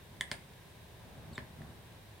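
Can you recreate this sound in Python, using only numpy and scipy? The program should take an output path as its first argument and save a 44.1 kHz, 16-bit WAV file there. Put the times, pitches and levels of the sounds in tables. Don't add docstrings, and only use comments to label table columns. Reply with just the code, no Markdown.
import sys
import numpy as np
from scipy import signal
from scipy.fft import rfft, irfft
from scipy.io import wavfile
from scipy.ndimage import uniform_filter1d

SR = 44100
rng = np.random.default_rng(int(sys.argv[2]) if len(sys.argv) > 2 else 0)


def master_out(mix):
    frames = np.transpose(np.atleast_2d(mix))
    ceiling = np.clip(frames, -1, 1)
    pcm = np.round(ceiling * 32767).astype(np.int16)
    wavfile.write(sys.argv[1], SR, pcm)


N = 97020

# (frequency [Hz], relative level [dB])
ROOM_TONE_COLOUR = [(20, -8), (45, 0), (95, 2.5), (200, -8.5), (275, -12.5), (400, -7), (490, -12),
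                    (600, -10), (850, -14.5), (1020, -10.5), (1280, -27.5), (1580, -12), (1900, -15.5),
                    (3300, -18.5), (3720, -16), (4400, -22), (6500, -26.5), (7700, -27.5), (8400, -23.5),
                    (9800, -26), (16000, -27.5)]
# (frequency [Hz], coherence [0-1])
STEREO_COHERENCE = [(30, 0.95), (130, 0.92), (300, 0.66), (700, 0.54), (1500, 0.24), (4000, 0.083),
                    (12000, 0.017)]
# (left delay [s], right delay [s], level [dB])
REFLECTIONS = [(.0068, .0068, -19), (.0075, .0074, -18)]
# (frequency [Hz], t60 [s])
REVERB_DECAY = [(100, 0.3), (600, 0.2), (2000, 0.31), (5000, 0.32), (9000, 0.2), (15000, 0.091)]
# (frequency [Hz], relative level [dB])
REVERB_COLOUR = [(100, -7), (700, 7.5), (1650, 0), (2200, 2.5), (3400, -2.5), (5000, -6), (7200, -4),
                 (9600, 7.5), (15500, -0.5)]
# (frequency [Hz], level [dB], t60 [s])
CASE_MODES = [(91.5, -12.5, 0.077), (147, -7, 0.059), (235, -3.5, 0.049), (377, -1, 0.025),
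              (597, -2.5, 0.026)]
# (time [s], level [dB])
RUB_ENVELOPE = [(0, -57), (.06, -60), (.14, -55), (.25, -54.5), (.42, -57), (.52, -58.5), (.75, -57),
                (.9, -58.5), (1.03, -53.5), (1.19, -52), (1.27, -51.5), (1.42, -52.5), (1.53, -55.5),
                (1.62, -50), (1.76, -54), (1.86, -56.5), (1.94, -54), (2.02, -59), (2.2, -59)]
# (frequency [Hz], relative level [dB])
RUB_SPECTRUM = [(25, -18), (70, -1.5), (110, 0.5), (170, -2.5), (280, -15), (700, -15.5), (1300, -22),
                (4000, -41), (16000, -59)]
# (time [s], level [dB])
FINGER_NUDGES = [(.352, -44), (1.184, -41), (1.313, -34.5), (1.326, -37), (1.406, -37.5), (1.421, -35.5),
                 (1.588, -36.5), (1.608, -35.5), (1.634, -37), (1.693, -39)]
# (time [s], pitch [Hz], fundamental [dB], octave [dB])
SQUEAK_PATH = [(1.330, 4700, -70, -73), (1.334, 4400, -55, -68), (1.341, 3825, -72, -64),
               (1.349, 3860, -60, -75), (1.356, 3880, -60, -51), (1.360, 3570, -46.5, -61),
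               (1.367, 3560, -59.5, -78), (1.373, 3680, -64, -75), (1.379, 3730, -50, -66)]
# (frequency [Hz], relative level [dB])
NOISE_TAIL_SPECTRUM = [(150, -35), (600, 4.5), (1300, -5), (2400, 4.5), (4800, -2.5), (6300, -11),
                       (9000, -1.5), (11000, -20), (16000, -16)]
# (frequency [Hz], level [dB], t60 [s], right minus left [dB])
HOUSING_MODES = [(1015, -14.5, 0.016, 1), (1775, 0, 0.0094, 1), (2123, -2, 0.01, 2.5),
                 (3055, -14.5, 0.016, 2), (3426, -3.5, 0.011, -1.5), (4270, -18, 0.025, -3),
                 (4890, -7, 0.009, 1), (6250, -10.5, 0.0026, -4), (7240, -12, 0.0081, 0),
                 (8430, -14.5, 0.0056, 14), (9440, -18, 0.0062, 5), (10800, -25, 0.005, 18),
                 (15545, -24, .0049, -4)]
# knock, two neutral, two ping, two edge, treble (frequency [Hz])
BLOW_EQ_HZ = (1000, 1700, 2250, 3100, 3550, 4300, 5200, 7000)
# (time [s], level [dB],
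# knock near 1 kHz [dB], ping near 3.4 kHz [dB], edge near 5 kHz [dB], treble [dB], case thump [dB])
DETENT_BLOWS = [(.20962, -22, -4, 4.5, -11, 4.5, -46), (.21066, -27, -5, -10, -6, 4, -58),
                (.31479, -26, -4, 2, 7.5, 4, -43), (.31607, -26, 5, -8, -8, -12, -36),
                (1.37934, -25.5, 3, -13, -8, -18, -44), (1.38005, -38, 5, -1, -2, -17, -37)]
# (time [s], level [dB], knock [dB], ping [dB], edge [dB], treble [dB], case thump [dB])
WHEEL_TOUCHES = [(.1675, -55, 0, 0, 0, 0, -68), (.5355, -55, 0, 2, 4, 4, -70),
                 (1.6178, -46, -3, -15, -4, -6, -56), (1.61894, -49, -3, -15, -6, -10, -62)]


def amp(db):
    return 10 ** (np.asarray(db) / 20)


def unit(x):
    return x / np.sqrt(np.mean(x ** 2) + 1e-20)


def curve_at(points, hz):
    point_hz, value = np.transpose(points)
    return np.interp(np.log(hz + 1), np.log(point_hz + 1), value)


def add(mix, start_s, sound):
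    part = mix[:, max(round(start_s * SR), 0):][:, :sound.shape[-1]]
    part += sound[..., :part.shape[1]]


def pass_filter(x, kind, hz, order=2):
    return signal.sosfilt(signal.butter(order, hz, kind, fs=SR, output="sos"), x)


def noise(colour, size=N):
    hz = np.fft.rfftfreq(size, 1 / SR)
    shared, left, right = rfft(rng.standard_normal((3, size)))
    coherence = curve_at(STEREO_COHERENCE, hz)
    spectrum = np.sqrt(coherence) * shared + np.sqrt(1 - coherence) * np.array([left, right])
    return unit(irfft(spectrum * amp(curve_at(colour, hz)), size))


def room_tone(level_db=-56):
    return amp(level_db) * noise(ROOM_TONE_COLOUR)


def room_reverb(x, tail_db=-10.5, scatter_db=-12.5, scatter_t60_s=0.14, predelay_s=0.0062):
    size = SR // 2
    hz, t, spectrum = signal.stft(rng.standard_normal((2, size)), SR, nperseg=256)
    colour = amp(curve_at(REVERB_COLOUR, hz))[:, None]
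    decay = amp(-60 * t / curve_at(REVERB_DECAY, hz)[:, None])
    tail = signal.istft(spectrum * colour * decay, SR, nperseg=256)[1][:, :size]
    scatter = noise(REVERB_COLOUR, size) * amp(-60 * np.arange(size) / SR / scatter_t60_s)
    diffuse = amp(tail_db) * unit(tail) + amp(scatter_db) * unit(scatter)
    response = np.zeros((2, size))
    add(response, predelay_s, diffuse / np.sqrt(size))
    for left_s, right_s, db in REFLECTIONS:
        response[0, round(left_s * SR)] += amp(db)
        response[1, round(right_s * SR)] += amp(db)
    return signal.fftconvolve(x, response, axes=1)[:, :N]


def case_thump():
    t = np.arange(SR // 4) / SR
    ring = -sum(amp(db - 60 * t / t60) * np.sin(2 * np.pi * hz * t) for hz, db, t60 in CASE_MODES)
    return pass_filter(ring, "high", hz=55)


def finger():
    rub_db = np.interp(np.arange(N) / SR, *np.transpose(RUB_ENVELOPE))
    out = amp(rub_db) * noise(RUB_SPECTRUM)
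    nudge = pass_filter(case_thump(), "low", hz=185)
    for start_s, db in FINGER_NUDGES:
        add(out, start_s, amp(db) * nudge)
    return out


def wheel_squeak(pitch_jitter=0.025, flutter_db=2.5):
    t = np.arange(N) / SR
    times, hz, fundamental_db, octave_db = np.transpose(SQUEAK_PATH)
    waver, flutter = unit(uniform_filter1d(rng.standard_normal((2, N)), size=40, axis=1))
    pitch_hz = np.interp(t, times, hz) * (1 + pitch_jitter * waver)
    phase = 2 * np.pi * np.cumsum(pitch_hz) / SR
    fundamental = amp(np.interp(t, times, fundamental_db)) * np.sin(phase)
    octave = amp(np.interp(t, times, octave_db)) * np.sin(2 * phase)
    gate = (t > times[0]) & (t < times[-1])
    return (fundamental + octave) * amp(flutter_db * flutter) * gate


def noise_tail(t, edge_db, treble_db, base_db=-20.5, rise_s=0.0018, t60_s=0.14, shelf_hz=6000):
    colour = [(hz, db + 0.48 * treble_db / (1 + (shelf_hz / hz) ** 4))
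              for hz, db in NOISE_TAIL_SPECTRUM]
    attack = 1 - np.exp(-t / rise_s)
    return noise(colour, len(t)) * attack * amp(base_db + 0.71 * edge_db - 60 * t / t60_s)


def crack(t, treble_db, base_db=-16, decay_s=0.0017):
    grit = pass_filter(rng.standard_normal(len(t)), "low", hz=9500)
    return amp(base_db + treble_db / 2) * np.exp(-t / decay_s) * grit


def housing_ring(t, knock_db, ping_db, edge_db, treble_db):
    eq = list(zip(BLOW_EQ_HZ, (knock_db, 0, 0, ping_db, ping_db, edge_db, edge_db, treble_db)))
    out = np.zeros((2, len(t)))
    for k, (hz, db, t60, pan_db) in enumerate(HOUSING_MODES):
        envelope = amp(db + curve_at(eq, hz) - 60 * t / t60)
        pan = amp([[-pan_db / 2], [pan_db / 2]])
        out += (-1) ** k * pan * envelope * np.sin(2 * np.pi * hz * t)
    return out


def blow(level_db, knock_db, ping_db, edge_db, treble_db, contact_s=0.00024):
    t = np.arange(SR // 4) / SR
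    grit = crack(t, treble_db) + noise_tail(t, edge_db, treble_db)
    ring = housing_ring(t, knock_db, ping_db, edge_db, treble_db)
    attack = 1 - np.exp(-t / contact_s)
    return amp(level_db) * attack * (grit + ring)


def wheels(case_lag_s=0.002445):
    out = np.zeros((2, N))
    for start_s, *level_and_eq, thump_db in DETENT_BLOWS + WHEEL_TOUCHES:
        add(out, start_s, blow(*level_and_eq))
        add(out, start_s + case_lag_s, amp(thump_db) * case_thump())
    return out


def scene():
    lock = wheels() + wheel_squeak()
    return lock + room_reverb(lock) + finger() + room_tone()


def record(dry):
    trimmed = pass_filter(dry, "high", hz=51, order=1)
    top_cut = signal.firwin(511, cutoff=15950, window=("kaiser", 9), fs=SR)
    return signal.oaconvolve(trimmed, top_cut[None], "same")


dry = scene()
out = record(dry)
master_out(out)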